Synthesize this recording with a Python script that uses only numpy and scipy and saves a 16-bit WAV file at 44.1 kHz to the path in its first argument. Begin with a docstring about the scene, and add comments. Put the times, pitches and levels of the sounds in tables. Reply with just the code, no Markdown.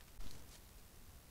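"""A wild boar shifts in leaf litter a few metres off: one soft tread, brief rustles, snaps of dry stalks.
Its weight presses the soil, brushed leaves crack in showers, stalks break and ring.
Behind it, night forest air rumbles under the finely fluttering electronic hiss of a trail camera.
Early on the sound drops out for an instant and comes back with a slow, deep lurch."""
import sys
import numpy as np
from scipy.fft import rfft, irfft, next_fast_len
from scipy.io import wavfile

SR = 44100
rng = np.random.default_rng(int(sys.argv[2]) if len(sys.argv) > 2 else 0)


def output_pcm(signal):
    """Save a mono or channel-first signal as 16-bit PCM at the path in sys.argv[1].

    Samples are clipped to [-1, 1] before scaling.
    """
    pcm = np.clip(np.atleast_2d(signal).T, -1, 1) * 32767
    wavfile.write(sys.argv[1], SR, np.round(pcm).astype(np.int16))


N = 57330
GAP_START_S, GAP_END_S = 0.1775, 0.189


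def amp(db):
    """Decibels to gain."""
    return 10 ** (np.asarray(db) / 20)


def since(start_s):
    """Seconds since start_s, zero before it."""
    return np.maximum(np.arange(N) / SR - start_s, 0)


def envelope(points):
    """Gain per sample from (time [s], level [dB]) points."""
    return amp(np.interp(since(0), *np.transpose(points)))


def db_at(spectrum, hz):
    """Level at hz, interpolated on a log frequency axis."""
    points_hz, points_db = np.transpose(spectrum)
    return np.interp(np.log(hz + 1), np.log(points_hz + 1), points_db)


def filtered(x, response):
    """Zero-phase filter with gain response(hz)."""
    size = next_fast_len(N + 8192)
    return irfft(rfft(x, size) * response(np.fft.rfftfreq(size, 1 / SR)), size)[:N]


def noise(spectrum):
    """Noise from (frequency [Hz], density [dB/Hz]) points."""
    white = rng.standard_normal(N) * np.sqrt(SR / 2)
    return filtered(white, lambda hz: amp(db_at(spectrum, hz)))


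def decay(t, t60_s):
    """Sudden onset, exponential decay."""
    return (t > 0) * np.exp(-np.log(1000) * t / t60_s)


def ring(t, hz, t60_s):
    """One damped mode."""
    return np.sin(2 * np.pi * hz * t) * decay(t, t60_s)


# Microphone hiss (frequency [Hz], density [dB/Hz])
HISS_SPECTRUM = [(20, -109.5), (2000, -108.5), (4200, -107.6), (8000, -108.4), (14500, -108.2),
                 (15700, -110)]


def hiss():
    """Electronic hiss, dipping at a steady rate; the flutter jumps phase at the dropout."""
    flutter_hz, dip_db, dip_width_s = 74.52, -6, 0.0017
    t = since(0)
    origin_s = np.where(t < GAP_START_S, 0.167, 0.2014)
    cycles = (t - origin_s) * flutter_hz
    from_dip_s = (cycles - np.round(cycles)) / flutter_hz
    return amp(dip_db * np.exp(-(from_dip_s / dip_width_s) ** 2)) * noise(HISS_SPECTRUM)


# Steady outdoor air (frequency [Hz], density [dB/Hz])
AIR_SPECTRUM = [(8, -84), (30, -85.5), (65, -87.5), (130, -90.5), (250, -98), (500, -101), (1000, -104.5),
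                (2000, -110), (4000, -120), (12000, -130)]
# Deep rumble at 0 dB gain (frequency [Hz], density [dB/Hz])
RUMBLE_SPECTRUM = [(6, -76.5), (16, -79.5), (45, -81.5), (85, -85), (140, -100.5), (400, -120)]
# Rumble swells (time [s], gain [dB])
RUMBLE_ENVELOPE = [(0, -3.5), (.42, -0.5), (.49, 8), (.54, -8), (.63, 5), (.74, 0), (.78, 5), (.86, -1.5),
                   (.95, -3.5), (1.01, 0.5), (1.09, 1), (1.16, 3.5), (1.2, -6), (1.3, -7)]


def air():
    """Steady hush of the woods over a rumble that swells and sinks."""
    return noise(AIR_SPECTRUM) + envelope(RUMBLE_ENVELOPE) * noise(RUMBLE_SPECTRUM)


# Swings after the dropout (start [s], level [dB], frequency [Hz], t60 [s])
LURCH_SWINGS = [(.188, -42, 35.5, 0.27), (.198, -24, 1.42, 0.39)]


def lurch():
    """Two deep damped swings of opposite sign, the second slower."""
    return sum((-1) ** k * amp(db) * ring(since(start_s), hz, t60_s)
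               for k, (start_s, db, hz, t60_s) in enumerate(LURCH_SWINGS))


# Leaf crack colour (frequency [Hz], gain [dB])
LEAF_SPECTRUM = [(100, -9.5), (500, -12), (1200, -5.5), (2500, -3), (4200, 1), (6400, 1.5), (8500, -2),
                 (12000, -6), (15500, -37)]
# Leaf brushes (start [s], length [s], level [dB], tilt [dB/octave], crack rate [1/s])
LEAF_BRUSHES = [(.008, 0.02, -68.5, -7, 4800), (0.074, 0.011, -63.5, -5, 6400),
                (0.193, 0.089, -64.5, -4, 7100), (0.282, 0.082, -65, -1, 2300),
                (0.365, 0.041, -70, -1, 2700), (0.482, 0.013, -68, 2, 2600), (0.506, 0.053, -61, -1, 18500),
                (0.546, 0.011, -59.5, -4.5, 17000), (0.566, 0.013, -66, 2, 9000),
                (0.778, 0.016, -70, -3, 8000)]


def rustles():
    """Brushed leaves give showers of tiny, uneven cracks: sparse underfoot, dense in a scuff."""
    rise_s, release_s = 0.0068, 0.0071
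    spread_db, pivot_hz = 3.5, 3840
    out = np.zeros(N)
    for start_s, length_s, db, tilt_db_per_oct, cracks_per_s in LEAF_BRUSHES:
        def colour(hz):
            octaves = np.log2(np.maximum(hz / pivot_hz, 0.1))
            return amp(db_at(LEAF_SPECTRUM, hz) + tilt_db_per_oct * octaves)

        hits = rng.random(N) < cracks_per_s / SR
        signs = np.sign(rng.standard_normal(N))
        sizes = amp(spread_db * rng.standard_normal(N))
        leaves = filtered(hits * signs * sizes, colour)
        rise = np.minimum(since(start_s) / rise_s, 1)
        release = np.exp(-since(start_s + length_s) / release_s)
        out += amp(db) * rise * release * leaves / leaves.std()
    return out


# Stalk modes (frequency ratio, gain [dB])
STALK_MODES = [(1, -1), (1.06, -6), (1.22, -11), (1.45, -7.5)]
# Stalk crack colour (frequency [Hz], gain [dB])
CRACK_SPECTRUM = [(200, -11), (1200, -6), (2600, -7), (4200, 1), (6200, -1.5), (8000, -5), (12000, -1.5),
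                  (15500, -14)]
# Breaking stalks (time [s], level [dB], pitch [Hz], t60 [s], crack gain [dB])
STALK_SNAPS = [(.0078, -51, 1780, 0.018, -10.5), (.0095, -44, 3500, 0.0026, -10),
               (0.2065, -49.5, 1320, 0.0087, -7), (.2146, -54, 3600, 0.0069, -15),
               (0.241, -47, 4650, 0.0045, -7), (.27, -43.5, 3750, 0.0079, -16),
               (0.2781, -48, 4000, 0.01, -19), (0.2895, -52, 3340, 0.0043, -12),
               (0.3102, -41.5, 4255, 0.012, -7), (0.3372, -52.5, 5800, 0.011, -11),
               (0.3519, -49.5, 2500, 0.0055, -10), (0.395, -50, 5600, 0.0055, -10),
               (0.4233, -51, 6500, 0.0058, -12), (0.4916, -51, 7000, 0.01, -12),
               (0.6916, -50, 3750, 0.0026, -2), (0.961, -53.5, 5800, 0.0071, -11)]


def snaps():
    """A dry stalk cracks and rings briefly; trunks and ground scatter a faint tail."""
    scatter_db, scatter_t60_s = -17, 0.042
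    tones, cracks = np.zeros(N), np.zeros(N)
    for start_s, db, hz, t60_s, crack_db in STALK_SNAPS:
        t = since(start_s)
        modes = sum(amp(mode_db) * ring(t, hz * ratio, t60_s) for ratio, mode_db in STALK_MODES)
        tones += amp(db) * modes / 2
        burst = amp(crack_db) * decay(t, t60_s)
        tail = amp(scatter_db) * decay(t, scatter_t60_s)
        cracks += amp(db) * rng.standard_normal(N) * (burst + tail)
    return tones + filtered(cracks, lambda hz: amp(db_at(CRACK_SPECTRUM, hz)))


def thud(time_s, edge_s, decay_s):
    """Pressure builds under a hoof, drops as the soil gives way, and settles."""
    t = since(0) - time_s
    return -np.tanh(t / edge_s) * np.exp(-np.abs(t) / decay_s)


# Pressed soil at 0 dB gain (frequency [Hz], density [dB/Hz])
SOIL_SPECTRUM = [(20, -111), (60, -75.5), (130, -83), (260, -86), (500, -93.5), (1000, -99.5), (2000, -106),
                 (4000, -114), (12000, -126)]
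# Foot settling (time [s], gain [dB])
TREAD_ENVELOPE = [(.196, -46), (.206, -6.5), (.265, -4), (.315, -6.5), (.36, -2.5), (.41, -2.5),
                  (.46, -7.5), (.62, -14.5)]
# Hoof knocks (time [s], level [dB], edge [s], decay [s])
HOOF_THUDS = [(.2632, -47, .0008, 0.011), (.3705, -50, 0.00081, 0.0035)]


def tread():
    """The boar's weight presses the soft litter; its hooves knock dully on the soil."""
    press = envelope(TREAD_ENVELOPE) * noise(SOIL_SPECTRUM)
    knocks = sum(amp(db) * thud(time_s, edge_s, decay_s) for time_s, db, edge_s, decay_s in HOOF_THUDS)
    return press + knocks


def scene():
    """Hiss, air and the boar in the leaves, mono."""
    return (hiss() + air() + tread() + rustles() + snaps())[None]


def record(dry):
    """The sound drops out briefly at a splice, comes back low with a deep lurch, and recovers."""
    gap_db, return_db, recovery_s, band_limit_hz = -22, -8, 0.017, 15750
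    back_s = since(GAP_END_S)
    recovery_db = return_db * np.maximum(1 - back_s / recovery_s, 0)
    gain_db = np.where(back_s > 0, recovery_db, gap_db) * (since(GAP_START_S) > 0)
    return filtered(dry[0] * amp(gain_db) + lurch(), lambda hz: hz < band_limit_hz)[None]


dry = scene()
out = record(dry)
output_pcm(out)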